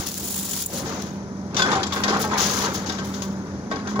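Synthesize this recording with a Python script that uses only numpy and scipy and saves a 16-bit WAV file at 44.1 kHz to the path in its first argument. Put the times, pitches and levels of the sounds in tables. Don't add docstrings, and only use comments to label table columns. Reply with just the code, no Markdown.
import sys
import numpy as np
from scipy import signal
from scipy.fft import rfft, irfft, next_fast_len
from scipy.io import wavfile
from scipy.ndimage import map_coordinates

SR = 44100
rng = np.random.default_rng(int(sys.argv[2]) if len(sys.argv) > 2 else 0)


def pcm_store(signal):
    levels = np.round(np.clip(np.atleast_2d(signal), -1, 1) * 32767)
    wavfile.write(sys.argv[1], SR, levels.astype(np.int16).T)


N = 176400

# (frequency [Hz], likeness [0-1])
LIKENESS = [(60, 0.92), (290, 0.95), (640, 0.89), (1400, 0.62), (2200, 0.3), (4000, 0.24), (15000, 0.1)]
# (frequency [Hz], relative level [dB])
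RASP_COLOUR = [(900, -8.5), (2400, -7), (3300, -1), (5000, 1.5), (6700, 5), (7500, -10.5), (8500, -21.5),
               (12000, -24)]
HISS_COLOUR = [(5000, -57), (7000, 10), (8500, -4), (10500, 5.5), (12500, -4), (13800, -2.5), (15000, 8.5),
               (16000, 2)]


def buckling():
    # (time [s], relative level [dB], knock offset [dB], tearing time [s],
    #  first note [Hz], its level [dB], second note [Hz], its level [dB])
    buckles = [(1.545, -30.5, -11, 0.0095, 1500, -42, 3400, -37),
               (1.5663, -21, -12, 0.027, 3600, -23.5, 5953, -14),
               (1.595, -24, 1, 0.016, 1535, -17, 3622, -20),
               (1.6196, -18, -4, .0083, 1507, -12.5, 3400, -17.5),
               (1.716, -25.5, 2, 0.021, 1220, -24, 3600, -25),
               (1.754, -27, -2, .006, 775, -18.5, 1540, -29),
               (1.8311, -23, -7, 0.0078, 3235, -26, 4290, -31),
               (1.867, -32.5, -4, .007, 5900, -32, 7321, -27),
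               (1.9228, -24, -2, 0.015, 1110, -31, 3450, -26.5),
               (1.961, -31.5, 10, 0.022, 1465, -28, 1880, -40),
               (2.0364, -17, -4.5, 0.0067, 1070, -19.5, 1870, -20),
               (2.08, -24, -1, 0.031, 1104, -27, 3700, -33), (2.124, -33, 2, 0.025, 1098, -18.5, 790, -24),
               (2.24, -34.5, 9.5, 0.016, 842, -24, 1300, -26), (2.314, -35, 7, 0.048, 1030, -23, 1290, -28),
               (2.638, -35, 0, .019, 1294, -30, 1500, -32),
               (2.8964, -27.5, -1.5, 0.0073, 3702, -30, 6147, -38),
               (2.985, -32.5, 1, 0.013, 1560, -27.5, 3143, -33),
               (3.2197, -33.5, -4.5, 0.0052, 5399, -36, 6653, -24.5),
               (3.7127, -35, 10.5, .014, 1534, -28.5, 3650, -37.5),
               (3.7585, -36, 2, 0.0029, 4860, -38, 6169, -38),
               (3.873, -34, -2, 0.0032, 1580, -32.5, 6228, -29),
               (3.9576, -38.5, 9, 0.012, 1076, -24.5, 1480, -36),
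               (3.992, -37, 15.5, .02, 820, -22, 1550, -25)]
    # (frequency [Hz], relative level [dB], t60 [s])
    sheet_modes = [(769, -4.5, 0.2), (1085, 0.5, 0.28), (1277, -5.5, .12), (1563, 0, 0.21),
                   (1860, -3, 0.14), (3435, -5, 0.11), (4950, -4, 0.06), (5340, -3, 0.049)]
    # (frequency [Hz], relative level [dB])
    crack_colour = [(1500, -4), (2300, -4), (3400, 3.5), (5000, 4), (6600, 0), (7400, -4), (8400, -31),
                    (10500, -15.5), (13000, -30), (15500, -24)]
    knock_colour = [(150, -44), (450, 7), (800, 1.5), (1200, 1.5), (1600, -9), (2200, -5.5), (4000, -40)]
    t = np.arange(SR // 4) / SR
    hz, mode_db, t60 = np.transpose(sheet_modes)[..., None]
    onset = 1 - np.exp(-t / 0.00086)
    crack, knock, ring = np.zeros(N), np.zeros(N), np.zeros((2, N))
    for s, db, knock_db, tear_s, first_hz, first_db, second_hz, second_db in buckles:
        snap = stroke(s, attack_s=0.00014, hold_s=0.0007, decay_s=0.0014)
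        tear = stroke(s, attack_s=0.00028, hold_s=tear_s, decay_s=0.0075)
        force = amp(db) * (tear + amp(-6) * snap)
        crack += force
        knock += amp(knock_db) * force
        strength, detune, cycle, *sides = rng.standard_normal((5, len(sheet_modes), 1))
        width = np.array(sides) * (1 - along(LIKENESS, hz))
        phase = 2 * np.pi * (hz * (1 + .015 * detune) * t + cycle) + width
        ring_db = db - 5 + mode_db + 2.3 * strength + knock_db * (hz < 2200)
        modes = amp(ring_db - 60 * t / t60) * np.sin(phase)
        clank = bending_note(t, first_hz, first_db) + bending_note(t, second_hz, second_db)
        start = round(s * SR)
        ring[:, start:start + len(t)] += (onset * (modes.sum(1) + clank))[:, :N - start]
    cracks = amp(-4.5) * crack * grit(crack_colour, rate=900, rough_db=0)
    knocks = amp(-6.5) * knock * grit(knock_colour, rate=280, rough_db=5)
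    return ring + cracks + knocks


def bending_note(t, hz, db):
    khz = hz / 1000
    t60 = .22 / khz ** .68
    shiver = np.cumsum(rng.normal(0, .023 * np.sqrt(khz), len(t)))
    return amp(db - 60 * t / t60) * np.sin(2 * np.pi * hz * t + shiver)


def crumpling():
    # (time [s], relative clatter level [dB], relative boom level [dB])
    crush = [(0.0, -30, -29), (0.15, -51, -51), (0.19, -43, -37), (0.61, -44, -55), (0.67, -46.5, -45),
             (0.72, -40.5, -29.5), (0.92, -32, -31.5), (1.14, -43, -43), (1.48, -51.5, -61),
             (1.56, -32, -23.5), (1.58, -27, -47), (1.6, -23.5, -22), (1.63, -41, -33), (1.65, -20.5, -24),
             (1.76, -20, -23), (1.9, -36.5, -39.5), (1.93, -29.5, -38), (2.025, -28, -33),
             (2.15, -20.5, -24), (2.28, -35.5, -33), (2.34, -21.5, -28.5), (2.56, -27.5, -30),
             (2.67, -23, -24), (2.73, -31, -31.5), (3.44, -43, -47.5), (3.7, -45, -37.5), (3.72, -29, -26),
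             (3.84, -39, -40.5), (3.87, -32.5, -36), (3.94, -35.5, -42), (4.0, -42, -25.5)]
    # (frequency [Hz], relative level [dB])
    clatter_colour = [(300, -23), (600, -9.5), (800, 1), (1150, 0), (1550, -0.5), (1900, -6.5), (2600, -14),
                      (3600, -14.5), (5000, -18.5), (6800, -17), (8400, -22), (10500, -4.5), (13000, -47),
                      (15500, -42)]
    boom_colour = [(70, -11), (140, -1), (250, -2), (430, 0), (600, -5.5), (900, -15.5), (2000, -55)]
    clatter_db, boom_db = curves(crush)
    crinkles = grains(rate=2200, low_hz=548.5, high_hz=7460, life_s=0.0058, scatter_db=0)
    clangs = grains(rate=420, low_hz=697.6, high_hz=5530, life_s=0.037, scatter_db=1)
    booms = grains(rate=700, low_hz=123.5, high_hz=893, life_s=0.022, scatter_db=2)
    clatter = spread(crinkles, clatter_colour) + amp(-4.5) * spread(clangs, clatter_colour)
    return amp(clatter_db - 5) * clatter + amp(boom_db - 3.5) * spread(booms, boom_colour)


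def scraping():
    # (time [s], relative rasp level [dB], relative hiss level [dB])
    scrapes = [
        [(0.0, -33, -35.5), (0.056, -37.5, -45), (0.07, -30.5, -33.5), (0.126, -38, -38.5), (0.384, -34, -30.5),
         (0.424, -37, -34.5), (0.624, -32, -30.5), (0.654, -42, -44), (0.664, -45, -27.5), (0.674, -46, -44),
         (0.778, -29.5, -34.5), (0.842, -44.5, -48), (0.864, -34, -48.5), (1.042, -42, -59),
         (1.176, -54.5, -67), (1.2, -59, -83.5)],
        [(2.17, -30, -44), (2.184, -52, -70), (2.194, -40, -40), (2.22, -28, -33.5), (2.304, -44.5, -57),
         (2.344, -39, -57), (2.362, -64, -65), (2.38, -21.5, -36), (2.438, -20.5, -34), (2.5, -25.5, -37),
         (2.594, -27.5, -37), (2.65, -27, -44), (2.728, -41, -54), (2.746, -31.5, -38), (2.79, -46, -60),
         (2.85, -46, -59)],
    ]
    # (time [s], relative level [dB], hiss offset [dB], decay [s])
    scuffs = [(.066, -37, -9, .014), (.088, -40, -7, .012), (0.176, -37, 12, 0.0078), (.512, -34, 6, 0.01),
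              (.534, -27, -7, 0.011), (0.563, -29, -6, 0.013), (1.015, -36.5, -12, 0.028),
              (1.925, -42, 1, .08), (2.7425, -29.5, -15, 0.044), (2.859, -30, -24, 0.08),
              (2.92, -30.5, -25, 0.018), (3.04, -41, -7, 0.14), (3.137, -33, -18, 0.046),
              (3.2197, -34, -11, 0.032), (3.89, -37, -23, 0.039)]
    rasp, hiss = sum(amp(curves(rows, outside=-120)) for rows in scrapes)
    for s, db, hiss_db, decay_s in scuffs:
        push = amp(db) * stroke(s, attack_s=0.0025, hold_s=0.0024, decay_s=decay_s)
        rasp = np.hypot(rasp, push)
        hiss = np.hypot(hiss, amp(hiss_db) * push)
    catching = amp(1.5 * wobble(130))
    crackle = grains(rate=750, low_hz=2870, high_hz=14900, life_s=0.0014, scatter_db=4)
    coarse = grit(RASP_COLOUR, rate=1200, rough_db=0.5) + amp(-8.5) * spread(crackle, RASP_COLOUR)
    fine = grit(HISS_COLOUR, rate=1700, rough_db=4.5) + amp(-8.5) * spread(crackle, HISS_COLOUR)
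    return catching * (amp(-2.5) * rasp * coarse + amp(0.5) * hiss * fine)


def ticks():
    # (time [s], level [dB], rasp against the hiss [dB])
    contacts = [(0.088, -27, 0), (0.142, -17, -3.5), (0.1769, -25, -9), (.209, -26, 2), (0.365, -29, -1.5),
                (.477, -25, -8), (0.5123, -17.5, -8), (0.534, -22, 5), (0.565, -23, 4), (0.6612, -10, -24)]
    hiss = spread(rng.standard_normal((2, N)), HISS_COLOUR)
    rasp = spread(rng.standard_normal((2, N)), RASP_COLOUR)
    clicks = np.zeros((2, N))
    for s, db, rasp_db in contacts:
        touch = amp(db) * stroke(s, attack_s=0.00038, hold_s=0.00023, decay_s=0.0007)
        clicks += touch * (hiss + amp(rasp_db) * rasp)
    return clicks


def engine():
    # (time [s], pitch [Hz], relative level [dB])
    pump_hum = [(0.0, 199.7, -44), (0.44, 195, -35.5), (0.65, 193.6, -45.5), (0.93, 197.7, -36),
                (1.6, 195.3, -32), (1.68, 209.2, -27.5), (1.79, 193.4, -40), (2.03, 201.1, -29.5),
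                (2.12, 205.9, -27.5), (2.32, 206.8, -31.5), (2.8, 195.1, -34), (3.27, 195.9, -28.5),
                (3.51, 195, -37), (3.87, 202.5, -35.5), (4.0, 204.4, -23)]
    # (multiple of the pitch, relative level [dB])
    pump_orders = [(1, -1), (2, -17), (3, -20), (5, -22)]
    firing_orders = [(2 / 3, -58.5), (0.97, -47), (2, -49.5)]
    # (frequency [Hz], relative level [dB])
    roar_colour = [(25, -37), (38, -33), (55, -20), (80, -1), (130, 1.5), (240, 3.5), (380, -3.5),
                   (650, -10.5), (1100, -16), (1800, -20), (2700, -38), (6300, -22), (8500, -50),
                   (10500, -39.5), (13000, -56), (15500, -54)]
    # (time [s], level [dB])
    roar_swell = [(0, -40), (.6, -38), (.67, -46), (.78, -33.5), (1.3, -35), (2.2, -32), (3.2, -34),
                  (4, -34)]
    pump_hz, pump_db = curves(pump_hum)
    pump = amp(pump_db) * tones(pump_hz, pump_orders, waver_db=1.9, drift_rad=.5, rate=20)
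    firing_hz = 87.3 * (1 + 0.0079 * wobble(3.06))
    firing = tones(firing_hz, firing_orders, waver_db=3, drift_rad=0.99, rate=14)
    roar = amp(curves(roar_swell)[0]) * grit(roar_colour, rate=61, rough_db=0.5)
    return pump + firing + roar


def yard_echo(x):
    # (frequency [Hz], t60 [s])
    decay_times = [(200, 0.51), (1500, 0.11), (6000, 0.78), (14000, 0.9)]
    hz, t, noise = signal.stft(rng.standard_normal((2, SR // 2)), SR, nperseg=256)
    fade = amp(-60 * t / along(decay_times, hz)[:, None])
    _, tail = signal.istft(noise * fade, SR, nperseg=256)
    return signal.fftconvolve(x, tail / np.linalg.norm(tail[0]), axes=1)[:, :N]


def grains(rate, low_hz, high_hz, life_s, scatter_db):
    pitch, length, strength, when, pan = np.hsplit(rng.random((int(rate * N / SR), 5)), 5)
    t = np.arange(int(SR * min(4 * life_s, .12))) / SR
    hz = low_hz * (high_hz / low_hz) ** pitch
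    life = life_s * np.sqrt(low_hz / hz) * (.5 + length)
    size = amp(scatter_db * np.minimum(-np.log(1 - strength), np.pi)) * (hz / low_hz) ** .75
    fade = np.exp(-t / life) * (1 - t / t[-1])
    ring = size * fade * np.sin(2 * np.pi * hz * t)
    at = (when * N).astype(int) + np.arange(len(t))
    sides = np.cos(2 * np.pi * pan), np.sin(2 * np.pi * pan)
    return np.array([np.bincount(at.ravel(), (ring * side).ravel())[:N] for side in sides])


def grit(colour, rate, rough_db):
    return spread(rng.standard_normal((2, N)) * amp(rough_db * wobble(rate)), colour)


def tones(hz, orders, waver_db, drift_rad, rate):
    phase = 2 * np.pi * np.cumsum(hz) / SR
    return np.sqrt(2) * sum(amp(db + waver_db * wobble(rate))
                            * np.sin(k * phase + drift_rad * wobble(rate)) for k, db in orders)


def stroke(s, attack_s, hold_s, decay_s):
    t = np.maximum(np.arange(N) / SR - s, 0)
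    return (1 - np.exp(-t / attack_s)) * np.exp(-np.clip((t - hold_s) / decay_s, 0, 20))


def spread(pair, colour):
    def mid_side(hz):
        width = np.arccos(along(LIKENESS, hz)) / 2
        return amp(along(colour, hz)) * [np.cos(width), np.sin(width)]
    mid, side = filtered(pair, mid_side)
    return np.array([mid + side, mid - side]) / np.std(mid)


def filtered(x, response):
    edge = SR // 10
    x = np.pad(x, ((0, 0), (edge, edge)), "reflect", reflect_type="odd")
    size = next_fast_len(x.shape[-1])
    return irfft(rfft(x, size) * response(np.fft.rfftfreq(size, 1 / SR)), size)[:, edge:edge + N]


def wobble(rate):
    return map_coordinates(rng.standard_normal(int(N * rate / SR) + 4), [np.arange(N) * rate / SR])


def curves(rows, outside=None):
    s, *columns = np.transpose(rows)
    return [np.interp(np.arange(N) / SR, s, column, outside, outside) for column in columns]


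def along(points, hz):
    knots, values = np.transpose(points)
    return np.interp(np.log(hz + 1), np.log(knots + 1), values)


def amp(db):
    return 10 ** (np.asarray(db) / 20)


def scene():
    # (frequency [Hz], phase lag of the left port [rad])
    left_lag = [(100, 0), (500, 0.43), (950, 0.93), (1250, 1.1), (1700, 2.5), (2700, 8.5), (3800, 13),
                (6700, 17.5), (16000, 23.5)]
    blows = buckling()
    far = engine() + crumpling() + blows + amp(-7) * yard_echo(blows)
    far = filtered(far, lambda hz: np.exp(.5j * np.outer([-1, 1], along(left_lag, hz))))
    return far + scraping() + ticks()


def record(dry):
    # (frequency [Hz], left over right [dB])
    port_balance = [(60, 2.5), (200, -1), (500, 0), (800, 1.5), (1200, 5), (1700, 5), (2600, -2.5),
                    (4200, 8.5), (6400, 13.5), (7600, 11.5), (9000, -10), (11000, -16.5), (13000, -14.5),
                    (15000, 1)]
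    top_hz, edge_hz = 15850, 400

    def ports(hz):
        lean = amp(along(port_balance, hz))
        equal_power = np.sqrt(2 / (1 + lean ** 2))
        high_cut = np.clip((top_hz - hz) / edge_hz + .5, 0, 1)
        return np.array([lean, np.ones_like(lean)]) * equal_power * high_cut
    return filtered(dry, ports)


dry = scene()
out = record(dry)
pcm_store(out)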